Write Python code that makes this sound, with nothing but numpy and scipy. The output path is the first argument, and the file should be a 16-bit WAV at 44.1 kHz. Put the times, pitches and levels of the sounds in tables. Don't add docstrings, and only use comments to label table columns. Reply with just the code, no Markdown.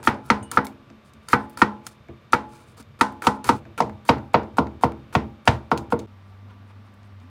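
import sys
import numpy as np
from scipy import signal
from scipy.fft import rfft, irfft, next_fast_len
from scipy.io import wavfile
from scipy.ndimage import uniform_filter1d, minimum_filter1d, map_coordinates

SR = 44100
rng = np.random.default_rng(int(sys.argv[2]) if len(sys.argv) > 2 else 0)


def to_wav(sig):
    pcm = np.clip(np.atleast_2d(sig), -1, 1) * 32767
    pcm = np.round(pcm).astype(np.int16)
    wavfile.write(sys.argv[1], SR, pcm.T)


def level_to_linear(level):
    exponent = np.asarray(level, float) / 20
    return 10 ** exponent


N = 321923
TIME = np.arange(N) / SR
FRONT_S, STOVE_S = 3.568, 6.066

# start in seconds, peak level in dB, then edge, top and ring
# in dB against that peak.
SLICES = [
    (0.073, -4.5, -12, -34, -11),
    (0.301, -5.5, -10.5, -32, -8),
    (0.572, -7.5, -9.5, -46, -6.5),
    (1.331, -6, -11.5, -38, -7),
    (1.617, -4, -16, -36.5, -7),
    (2.332, -6.5, -13, -31.5, -7.5),
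    (3.01, -5.5, -12, -24, -7),
    (3.268, -4, -23.5, -26.5, -4.5),
    (3.49, -3, -22.5, -27.5, -6),
]
# start in seconds, peak, edge, top and ring in dB, as above.
CHOPS = [
    (3.451, -12, -25, -45, -16.5),
    (3.803, -11, -32.5, -29.5, -11),
    (4.09, -5.5, -21, -36.5, -16.5),
    (4.342, -6.5, -20, -47.5, -13.5),
    (4.583, -9.5, -33.5, -42, -14.5),
    (4.835, -10.5, -26, -44, -13),
    (5.151, -12, -20, -32, -13.5),
    (5.475, -7, -17.5, -24.5, -14.5),
    (5.715, -9, -26, -45.5, -14),
    (5.923, -15, -25.5, -70, -14),
]
# bass in dB, thud in dB, tip after heel in ms, tip in dB, blade ring in dB.
SLICE_LANDINGS = [(2.5, -3.5, 2.42, -11, 3), (1.5, -2.5, 2.38, -7, -3), (2.5, -4.5, 2.376, -3.5, -8),
                  (4.5, -6, 2.445, -7, 1), (1.5, -6.5, 2.7, -2.5, 2.5), (3.5, -6, 2.35, -9.5, 4),
                  (0, -7, 2.404, -4.5, 5), (1.5, -7, 2.41, -4.5, 0.5), (-2.5, -7.5, 2.46, -10, 0.5)]
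# bass in dB, thud in dB, tip after heel in ms, tip in dB, blade ring in dB.
CHOP_LANDINGS = [(-9, 0.5, 3.25, -11, -4), (-8, -1, 3.1, -14, -5), (-1.5, -1, 3.25, -7, 1),
                 (0, -2, 3.24, -9, -12), (0.5, 1, 3.3, -10, -7), (1.5, 0.3, 3.75, -15, -8),
                 (1, 4.5, 3.6, -22, 3), (6.5, -2, 3.3, -7.5, -23), (0, -3, 3.25, -20, 4),
                 (-1.5, 3.5, 3.14, -16, -7)]
FAMILY_HZ = 265, 470, 700, 1330, 2350
SLICE_PLACES = [(-2, 0, 3, 0.1, 1.5), (-2, -2.2, 3, 1.2, 0.6), (1, 0, 3, 0.6, -0.2), (2, 1.5, 2.5, 3.57, 1),
                (-2, 0.8, -3.5, 0.1, 1.9), (0.1, 1, 2.5, 0.1, 2), (2.5, -1.3, 1.5, 2.2, -3),
                (0, -0.5, 0, 0.69, -1), (4, -0.5, -2, 0.1, -0.7)]
CHOP_PLACES = [(-1, 6, 6, -2, -3), (-2.5, 0.1, 0.6, -1.5, -1.5), (1, 0.1, -1.5, 0.1, 4),
               (-3.5, 2.7, 1, -0.8, 5.5), (0.1, 0.5, 0.5, 2, 0.3), (-0.5, 1, -0.5, -1, 2.5),
               (-1.7, -4, 2, -2.5, 4), (-5.5, 1, 1.5, 0, 3), (0.2, 6, -3, 2, 0.1),
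               (-1.8, 2.8, -0.8, -1.5, 6.5)]
# delay in ms, level in dB.
REBOUND = [(2.28, -6)]
# delay in ms, level in dB.
SLICE_ECHOES = [(11.5, -19.5), (16.4, -17)]
# delay in ms, level in dB.
CHOP_ECHOES = [(6.5, -27.5), (15.2, -15.5)]
# pitch in Hz, width in Hz, level in dB.
BOARD_SIDE = [(255.7, 71, -0.5), (497, 104, -36), (705, 117.5, -8.5), (945.5, 170, 5), (1140, 200, -31),
              (1349, 274, 9.5), (1849, 68, -10), (2410, 274, -3), (102, 110, -9)]
# pitch in Hz, width in Hz, level in dB.
BOARD_FRONT = [(113.5, 53, -2.5), (261.5, 56, -7), (486.5, 44, -6), (747, 103, 1), (934, 123, 1.5),
               (1104, 60, -4.5), (1416, 71, -4), (2280, 380, 7.5)]
# pitch in Hz, level in dB, 60 dB decay in seconds.
COUNTER_SIDE = [(72.3, -19.5, 0.34), (131, -6, 0.11), (207.5, -7.5, 0.38), (226, -17.5, 0.6),
                (267, -13.5, 0.5), (339.4, -22, 0.82), (423, -11.5, 0.25), (458, -25, 0.71),
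                (484.4, -1, 0.13), (610, -26, 0.047), (618, -37.5, 0.41), (693, -27.5, 0.045),
                (729, -13.5, 0.0775), (851, -20.5, 0.56), (940, 5, 0.055), (1000, -17, 0.088),
                (1026, -19.5, 0.35), (1256, -16, 0.13), (1296, 6.5, 0.03), (1343, -23.5, 0.3),
                (1505, -9, 0.15), (1687, -33.5, 0.13), (1952, -11, 0.14), (2260, -14.5, 0.1)]
# pitch in Hz, level in dB, 60 dB decay in seconds.
COUNTER_FRONT = [(72.9, -7.5, 0.53), (119.3, -12, 0.42), (155.6, 5.5, 0.096), (209.8, -8.5, 0.59),
                 (223.3, -9, 0.55), (267.4, -9, 0.53), (333, -9.5, 0.5), (425.5, -1.5, 0.21),
                 (459, -6.5, 0.31), (475.8, 5.5, 0.15), (613.6, -9, 0.23), (637, -8, 0.32), (696, -7, 0.21),
                 (807, -12, 0.5), (917, 3, 0.14), (980, -50, 1), (1017, 1.5, 0.13), (1308, 10.5, 0.042),
                 (1420, -20, 0.15), (1540, -8, 0.08), (2050, -4.5, 0.14)]
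# pitch in Hz, level in dB per Hz.
CRACK = [(1060, -20), (1800, 0.5), (3100, -7.5), (4760, -13), (7160, -19.5), (9820, -24.5), (15200, -45),
         (16500, -51.5)]
# pitch in Hz, level in dB per Hz.
WALL_COLOUR = [(24, -27.5), (60, -9.5), (216, 7.5), (680, -13), (887, 1), (1200, -9.5), (1330, -6.5),
               (1580, -9), (2400, -23.5), (6330, -62), (10800, -48), (16500, -77.5)]
# pitch in Hz, 60 dB decay in seconds.
WALL_DECAY = [(60, 0.22), (160, 0.1), (420, 0.44), (1100, 0.27), (3000, 0.32), (8000, 0.65), (15000, 0.12)]

# start in seconds, skin snap in dB,
# hiss at its end in dB, shaking of the board in dB.
CUTS = [(0.029, -44, -34, -43), (0.515, -22, -44.5, -38.5), (1.286, -25.5, -35.5, -43.5),
        (1.573, -32, -40, -40.5), (1.867, -24.5, -52, -40), (2.324, -31, -36.5, -37),
        (2.991, -64, -58, -46.5), (3.221, -35.5, -39, -33), (3.443, -29, -36.5, -37),
        (3.778, -36, -57, -32.5), (4.052, -47, -34.5, -53.5), (4.334, -65, -48, -47), (4.57, -43, -43, -36),
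        (4.811, -62, -39, -49), (5.127, -61, -45, -42.5), (5.455, -43, -46, -47),
        (5.708, -59.5, -43.5, -69.5), (5.904, -54, -47, -48)]
# start in
# seconds, length in seconds, skin level in dB, board level in dB.
BRUSHES = [(0.234, 0.078, -57, -49), (1.036, 0.082, -67, -79), (1.21, 0.116, -71, -78),
           (1.372, 0.1, -66, -70), (1.489, 0.071, -67, -75), (1.826, 0.14, -60, -62),
           (2.476, 0.19, -59, -55), (2.647, 0.11, -66, -73), (2.767, 0.026, -51.5, -46.5),
           (2.788, 0.034, -51, -47.5), (3.332, 0.045, -64, -76.5), (3.53, 0.071, -59, -47),
           (4.818, 0.048, -66, -40), (6.217, .1, -79, -82), (6.66, 0.064, -74, -73),
           (6.843, 0.048, -75, -79.5), (7.03, .06, -75, -80), (6.28, .05, -79, -82), (6.48, .07, -79, -80),
           (7.195, .06, -74, -80), (.555, 0.013, -48, -68), (2.665, 0.033, -74, -75)]
# start in seconds, peak level in dB, dullness in dB.
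CLICKS = [(0.1444, -42.5, 3), (0.426, -37, 7), (0.647, -33, -7), (0.652, -29, -10), (0.668, -27.5, -4.5),
          (0.901, -38, 8), (1.0674, -63, -3), (1.082, -58, -3), (1.1356, -44, -3), (1.497, -39.5, -10),
          (1.914, -56.5, -4.5), (1.9204, -58, -2.5), (2.0854, -41, 12), (2.826, -44.5, -2),
          (3.123, -45, -4), (3.5633, -40, 1.5), (3.6533, -33, 16), (3.822, -19, 11), (3.896, -31, 14),
          (3.9265, -53.5, 10), (4.183, -32, 11), (4.433, -33, 11.5), (4.67, -30, 13), (4.921, -31.5, 17),
          (5.776, -23.5, -1), (5.9915, -32, -2.5), (6.9388, -56, -7), (7.0315, -52, 1), (7.201, -52, 1),
          (.097, -41, -7), (.2557, -52, -8), (.2606, -45, -7.5), (0.265, -45, -11), (.536, -41, -4),
          (.5615, -42, -1), (1.503, -48, -11), (1.531, -52, -9), (2.5032, -59, -3), (2.5232, -51, -1),
          (5.7815, -31, -1), (5.786, -36, -3), (5.9956, -31.5, 2), (6.0015, -42, -1), (6.943, -58, -7)]
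# start in seconds, level in dB.
SLIPS = [(0.03, -48), (0.517, -28), (1.2846, -34.5), (1.3075, -36), (1.5736, -31), (1.869, -38),
         (3.2217, -25), (3.2405, -28), (3.444, -30), (3.7784, -30), (5.1285, -39)]
# start in seconds, level in dB.
CRUMBS = [
    (.668, -36),
    (2.0858, -47),
]
# pitch in Hz, level in dB, 60 dB decay in seconds.
BLADE = [(2930, -20.5, 1.5), (6465, -17, 0.085), (7187, -15, .05), (7500, -23, 0.11), (8021, -18, 0.09),
         (8850, -7, 0.13), (9109, -11, 0.085), (9320, -28, .09), (10120, -26, 0.09), (10680, -23, .07),
         (11530, -28, 0.1)]
# pitch in Hz, width in Hz, level in dB.
STEEL = [(3680, 43, 3.5), (4510, 130, 3), (5190, 120, -2.5), (6290, 121.4, 0.5), (7130, 120, 0),
         (7620, 87, 2.5), (8300, 110, 4), (8950, 93, 3), (9680, 120, 4.5), (10450, 150, 0.5),
         (11160, 140, 4), (14640, 250, 2)]
# pitch in Hz, level in dB per Hz.
SNAP = [(1060, -31), (1800, -27), (2860, -7), (6710, -1), (8390, -11.5), (9290, 2), (13100, -36),
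        (15600, -4), (16500, -27)]
# pitch in Hz, level in dB per Hz.
FLESH = [(1060, -24), (1800, 0), (2910, -11), (3110, -3), (3410, -9), (5480, -10), (10800, -12),
         (13000, -17.5), (15200, -14.5), (16000, -21.5), (16500, -24)]
# pitch in Hz, width in Hz, level in dB.
TORN_BOARD = [(260, 90, -4.5), (490, 60, -4), (750, 61, -7.5), (938, 77, -1), (1347, 140, -1),
              (1774, 120, -19.5), (2330, 280, -14.5)]
# pitch in Hz, width in Hz, level in dB.
TAPPED_BOARD = [(260, 90, -9.5), (925, 150, -7.5), (1350, 200, 0.5), (2310, 300, -13.5)]

# time in seconds, rumble level in dB.
LEANING = [
    (0, -47.5),
    (.45, -49),
    (.9, -61.5),
    (1.5, -57),
    (2.16, -54),
    (2.33, -60.5),
    (2.7, -52),
    (3.1, -54.5),
    (6.06, -59.5),
]
# start in seconds, level in dB, then deep, hollow and upper parts in dB.
KNUCKLES = [
    (0.903, -45, -4, 0.5, -4),
    (1.14, -53, 0.5, 1, -22.5),
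    (1.166, -50, 2, -12.5, -15),
    (2.089, -40.5, 6, -2.5, 2),
    (2.797, -43.5, 0, -3, -19),
    (3.659, -41.5, 0, -9.5, 1.5),
]
# pitch in Hz, level in dB, 60 dB decay in seconds.
KNUCKLE_TONES = [
    [(78.5, 0.5, 0.203), (127, -3, 0.2)],
    [(219.3, 3.5, 0.31), (273, -2.5, 0.24)],
    [(339, -3.5, 0.32), (495, -12, 0.11), (665, -3, 0.078), (905, -22, .08)],
]
# pitch in Hz, level in dB per Hz.
KNUCKLE_SKIN = [(80, -30), (200, -3.5), (400, 1.5), (750, -9.5), (1400, -20), (3000, -27), (6000, -60.5)]

# pitch in Hz, level in dB per Hz.
BOARD_AIR = [(15, -56.5), (25, -4.5), (208, -4), (245, -4.5), (273, -7), (349, -10.5), (617, -8.5),
             (766, -16.5), (1150, -11), (2040, -19.5), (2210, -17), (3700, -24), (8140, -41), (13600, -47),
             (16500, -74.5)]
# pitch in Hz, level in dB per Hz.
STOVE_AIR = [(15, -57), (25, -33), (74, -3.5), (103, -6.5), (128, -11), (150, -13), (208, -15), (510, -18),
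             (979, -19), (1180, -21), (1680, -22.5), (3700, -32.5), (5600, -39), (6300, -44.5),
             (12200, -53), (13600, -53), (16500, -71.5)]
# pitch in Hz, rms level in dB.
BOARD_APPLIANCES = [(215, -63.5), (1168, -69), (2336, -76.5), (3634, -77)]
# pitch in Hz, rms level in dB.
STOVE_APPLIANCES = [(200, -63), (1168, -67), (3634, -81), (15558, -95)]
# pitch in Hz, level in dB per Hz.
WHINE = [(12900, -42), (13150, 5), (13450, 2.5), (13700, -40)]
# time in seconds, pitch in Hz, level in dB.
FAN = [(6.07, 98, -50), (6.19, 97.6, -50), (6.34, 96.2, -48.5), (6.47, 99.8, -45.5), (6.6, 97.4, -48),
       (6.85, 99.9, -49), (6.94, 98.7, -53.5), (7.06, 100.3, -48), (7.3, 92.3, -47.5)]
# middle in seconds, level in dB.
GUSTS = [
    (6.06, -57.5),
    (6.42, -71),
    (6.6, -62.5),
    (6.82, -63.5),
    (7.06, -66),
    (7.3, -52),
]
# middle in seconds, level in dB.
GLUGS = [
    (6.328, -63),
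    (6.515, -58),
    (6.705, -61),
    (6.885, -59),
    (7.04, -63),
    (7.21, -64),
]


def unit(x):
    return x / np.sqrt(np.mean(x ** 2) + 1e-20)


def along(points, hz):
    f, v = np.transpose(points)
    return np.interp(np.log(hz + 1), np.log(f + 1), v)


def filtered(x, response):
    m = next_fast_len(len(x) + 8192)
    return irfft(rfft(x, m) * response(np.fft.rfftfreq(m, 1 / SR)), m)[:len(x)]


def noise(spectrum, count=N):
    return unit(filtered(rng.standard_normal(count), lambda hz: level_to_linear(along(spectrum, hz))))


def wobble(rate):
    coarse = TIME[::8]
    knots = rng.standard_normal(int(N * rate / SR) + 4)
    return np.interp(TIME, coarse, map_coordinates(knots, [coarse * rate]))


def add(out, s, sound):
    part = out[round(s * SR):][:len(sound)]
    part += sound[:len(part)]


def resonant(peaks):
    def response(f):
        total = 0
        for k, (centre, width, db) in enumerate(peaks):
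            damping = 1j * f * width
            total = total + (-1) ** k * level_to_linear(db) * damping / (centre * centre - f * f + damping)
        return total
    return response


def ringing(modes, t, lag, scatter_db):
    hz, db, t60 = np.transpose(modes)[:, :, None]
    u = np.maximum(t - lag * np.maximum(1 / hz - 1 / 1500, 0), 0)
    sign = (-1) ** np.arange(len(hz))[:, None]
    size = sign * level_to_linear(db + scatter_db * rng.standard_normal(hz.shape) - 60 * u / t60)
    onset = 1 - np.exp(-u * hz / 0.56)
    return np.sum(size * np.sin(2 * np.pi * hz * u) * onset, axis=0)


def swells(events, width_s):
    return sum(level_to_linear(db) * np.exp(-((TIME - s) / width_s) ** 2) for s, db in events)


def appliances(lines, drift):
    out = np.zeros(N)
    for hz, db in lines:
        size = level_to_linear(db + 3.5 + 0.81 * wobble(25))
        pitch = hz + drift * (hz < 9000) * hz * wobble(25)
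        out += size * np.sin(2 * np.pi * np.cumsum(pitch) / SR)
    return out


def board_air():
    return level_to_linear(-54.5 + 0.39 * wobble(4.1)) * noise(BOARD_AIR) + appliances(BOARD_APPLIANCES, drift=0.0035)


def counter_rumble():
    size = level_to_linear(np.interp(TIME, *np.transpose(LEANING)))
    u = TIME[:SR // 2] / 0.048
    for blows, sway_db in (SLICES, -49.5), (CHOPS, -36.5):
        for s, db, *_ in blows:
            add(size, s, level_to_linear(0.26 * db + sway_db) * u * np.exp(1 - u))
    groan = noise([(30, -42.5), (60, -12.5), (90, -2.5), (140, -3.5), (200, -40.0), (300, -63.5)])
    return size * level_to_linear(2.0 * wobble(22)) * groan


def wall_tail(seconds):
    hz, t, z = signal.stft(noise(WALL_COLOUR, count=int(seconds * SR)), SR, nperseg=256)
    echo = signal.istft(z * level_to_linear(-60 * t / along(WALL_DECAY, hz)[:, None]), SR, nperseg=256)[1]
    return echo / np.linalg.norm(echo)


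def knife():
    fibres = level_to_linear(1.6 * wobble(400) + 1.44 * wobble(90))
    stroke, snaps, cut_shake = cuts()
    brush, brush_shake = brushes()
    skin = [(1200, -25.0), (2500, -3.0), (5300, 1.0), (7200, -2.5), (9500, -1.0), (11000, -6.0),
            (12500, -11.5), (15500, -8.0), (16500, -4)]
    touch = unit(fibres * noise(FLESH)) * stroke
    touch += unit(fibres * noise(skin)) * brush
    touch += snaps + sticky_clicks()
    touch = level_to_linear(-3.0) * filtered(touch, lambda f: 1 + np.abs(resonant(STEEL)(f)))
    grain = unit(filtered(fibres * rng.standard_normal(N), resonant(TORN_BOARD)))
    return touch + grain * (cut_shake + brush_shake) + slips() + blade_ring() + crumbs()


def cuts():
    stroke, snaps, shake = np.zeros((3, N))
    lands = np.array(SLICES + CHOPS[1:])[:, 0]
    for s, snap_db, end_db, board_db in CUTS:
        length = lands[lands > s][0] - s
        if length >= .1:
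            length = 0.0095
        u = TIME[:int((length + .05) * SR)]
        hiss = level_to_linear(np.interp(u, [0, length, length + 0.05], [board_db - 10, end_db, end_db - 37]))
        add(stroke, s, hiss + level_to_linear(snap_db - 12.5 - 60 * u / 0.046))
        add(snaps, s, level_to_linear(snap_db - 2.5 - 60 * u / 0.016) * noise(SNAP, count=len(u)))
        add(shake, s, level_to_linear(board_db) * (u < length) * (1 + 0.83 * level_to_linear(-60 * u / 0.011)))
    return stroke, snaps, shake


def slips():
    taps = np.zeros(N)
    for s, db in SLIPS:
        taps[[round(s * SR), round((s + .0022) * SR)]] = level_to_linear(db + 33.5)
    return filtered(taps, resonant(TAPPED_BOARD))


def knocks(blows, landings, places, echoes, board, counter, board_db, walls_db, crack_db, scatter_db, dulling):
    out, t = np.zeros(N), TIME[:int(.5 * SR)]
    short_t = t[:SR // 10]
    wood = [(hz, db, np.log(1000) / (np.pi * width)) for hz, width, db in board]
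    arrive = 1 - np.exp(-np.maximum(t - .004, 0) / 0.00077)
    walls = wall_tail(.5)[:len(t)]
    for blow, landing, shares in zip(blows, landings, places):
        s, db, edge_db, top_db, ring_db = blow
        bass_db, thud, tip_ms, tip_db, blade_db = landing
        tip_s = abs(tip_ms) / 1000
        heel = level_to_linear(board_db) * ringing(wood, short_t, lag=1.562, scatter_db=3.5)
        body = np.pad(heel, (0, len(t) - len(heel)))
        add(body, tip_s, level_to_linear(tip_db + board_db) * ringing(wood, short_t, lag=1.59, scatter_db=5.5))
        direct = body.copy()
        for ms, echo_db in echoes:
            add(body, ms / 1000, level_to_linear(echo_db) * direct)
        body += level_to_linear(-22.5 + board_db - 60 * t / 0.02) * np.sin(2 * np.pi * 330 * t)
        ring = [(hz, level + blade_db * (800 < hz < 890), t60) for hz, level, t60 in counter]
        body += level_to_linear(ring_db) * ringing(ring, t, lag=1.605, scatter_db=scatter_db)
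        body += level_to_linear(walls_db) * arrive * (walls + 1.11 * wall_tail(.5)[:len(t)])

        colour = [(70, thud + bass_db - 4), (130, thud + bass_db), (190, thud), (490, thud), (660, 0),
                  (1050, 0), (1400, dulling * (edge_db + 8.5)), (1650, edge_db + 8.0)]
        place = [(190, 0), *zip(FAMILY_HZ[:3], shares), (920, 0), *zip(FAMILY_HZ[3:], shares[3:]), (3500, 0)]
        body = filtered(body, lambda f: level_to_linear(along(colour, f) + along(place, f)))

        hard_db = crack_db + 0.3 * (edge_db + top_db) - 0.14 * db
        tilt = [(2600, hard_db + shares[-1] - 2.5), (5000, hard_db), (9000, top_db + 10)]
        dying = level_to_linear(-1 - 60 * t / 0.0036) + level_to_linear(-60 * t / 0.031) + level_to_linear(-14.5 - 60 * t / 0.22)
        add(dying, tip_s, level_to_linear(tip_db + 3.5 - 60 * t / 0.025))
        crack = filtered(noise(CRACK, count=len(t)), lambda f: level_to_linear(along(tilt, f))) * dying
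        onset = 1 - np.exp(-t / 0.00061)
        add(out, s + .0001, level_to_linear(db) * (body + level_to_linear(6.5) * crack) * onset)
    return out


def sticky_clicks():
    out, t = np.zeros(N), TIME[:int(.08 * SR)]
    dying = level_to_linear(-60 * t / 0.014) + level_to_linear(-19 - 60 * t / 0.17)
    for s, db, dull_db in CLICKS:
        top_db = -15.5 - 1.96 * dull_db
        colour = [(300, dull_db - 14), (1500, 1.6 * dull_db + 3.0), (2400, dull_db + 4.5), (3500, 1),
                  (7000, -1.9), (11000, top_db), (16000, top_db)]
        add(out, s, level_to_linear(db - 5.5) * noise(colour, count=len(t)) * dying)
    return out


def brushes():
    brush, shake = np.zeros((2, N))
    for s, length, db, board_db in BRUSHES:
        bow = np.sin(np.pi * TIME[:int(length * SR)] / length)
        add(brush, s, level_to_linear(db) * bow)
        add(shake, s, level_to_linear(board_db) * bow)
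    return brush, shake


def blade_ring():
    out, t = np.zeros(N), TIME[:int(.088 * SR)]
    steel = sum(level_to_linear(db - 60 * t / t60) * np.sin(2 * np.pi * hz * t) for hz, db, t60 in BLADE)
    add(out, .427, level_to_linear(-34.5) * steel * (1 - np.exp(-t / 0.00175)))
    return out


def crumbs():
    out, t = np.zeros(N), TIME[:int(.088 * SR)]
    for s, db in CRUMBS:
        add(out, s, level_to_linear(db - 60 * t / 0.036) * np.sin(2 * np.pi * 2240 * t))
    return out


def knuckles():
    out, t = np.zeros(N), TIME[:int(.3 * SR)]
    for s, db, *shares_db in KNUCKLES:
        for share_db, modes in zip(shares_db, KNUCKLE_TONES):
            add(out, s, level_to_linear(db + share_db) * ringing(modes, t, lag=0.48, scatter_db=1.5))
        puff = level_to_linear(db + shares_db[-1] - 4.5 - 60 * t / 0.25) * (1 - np.exp(-t / 0.0025))
        add(out, s, puff * noise(KNUCKLE_SKIN, count=len(t)))
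    return out


def fan():
    s, *columns = np.transpose(FAN)
    hum_hz, hum_db = [np.interp(TIME, s, column) for column in columns]
    turning = np.cumsum(hum_hz * (1 + 0.013 * wobble(28))) / SR
    hum = level_to_linear(hum_db + 4.5 + 1.0 * wobble(25)) * np.sin(2 * np.pi * turning)
    rough = noise([(150, -38), (205, 4.0), (250, 1.5), (330, -19), (400, -60)])
    return hum + level_to_linear(1.5) * (level_to_linear(-63) + swells(GUSTS, width_s=0.071)) * rough


def oil():
    splash = noise([(600, -10), (900, -2), (1350, -1.0), (1700, -12.5), (2600, -11), (6000, -29), (9000, -60)])
    return level_to_linear(3.0 + 2.1 * wobble(60)) * (level_to_linear(-70) + swells(GLUGS, width_s=.014)) * splash


def stove():
    return fan() + oil() + level_to_linear(-55.0) * noise(STOVE_AIR) + appliances(STOVE_APPLIANCES, drift=0.00284)


def scene():
    board = board_air() + counter_rumble() + knuckles()
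    side = knocks(SLICES, SLICE_LANDINGS, SLICE_PLACES, REBOUND + SLICE_ECHOES, BOARD_SIDE, COUNTER_SIDE,
                  board_db=4.0, walls_db=14.0, crack_db=-5, scatter_db=2.33, dulling=.03)
    add(side, 0, level_to_linear(-18.0) * unit(wall_tail(0.98))[int(.22 * SR):])
    front = knocks(CHOPS, CHOP_LANDINGS, CHOP_PLACES, CHOP_ECHOES, BOARD_FRONT, COUNTER_FRONT,
                   board_db=3.5, walls_db=16.0, crack_db=-0.5, scatter_db=2.0, dulling=0.17)
    turn = np.clip((TIME - FRONT_S) / 0.013 + .5, 0, 1)
    board += (1 - turn) * side + turn * front
    places = np.where(TIME < STOVE_S, board, stove())
    fade = np.clip(np.abs(TIME - STOVE_S) / 0.0052 - .2, 0, 1)
    return (fade * (places + knife() + level_to_linear(-87.5) * noise(WHINE)))[None]


def band_limit(x):
    return signal.sosfilt(signal.butter(12, 16790, fs=SR, output="sos"), x)


def record(dry):
    def microphone(f):
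        bass_cut = (1j * f / 55) ** 2 / (1 + 1.2j * f / 55 - (f / 55) ** 2)
        return bass_cut / np.sqrt(1 + (f / 15850) ** 190)
    heard = filtered(dry[0], microphone)
    need = np.minimum(1, .92 / np.maximum(np.abs(heard), 1e-6))
    held = minimum_filter1d(need, size=161)
    gain = uniform_filter1d(uniform_filter1d(held, size=80), size=80)
    return band_limit((heard * gain)[None])


dry = scene()
out = record(dry)
to_wav(out)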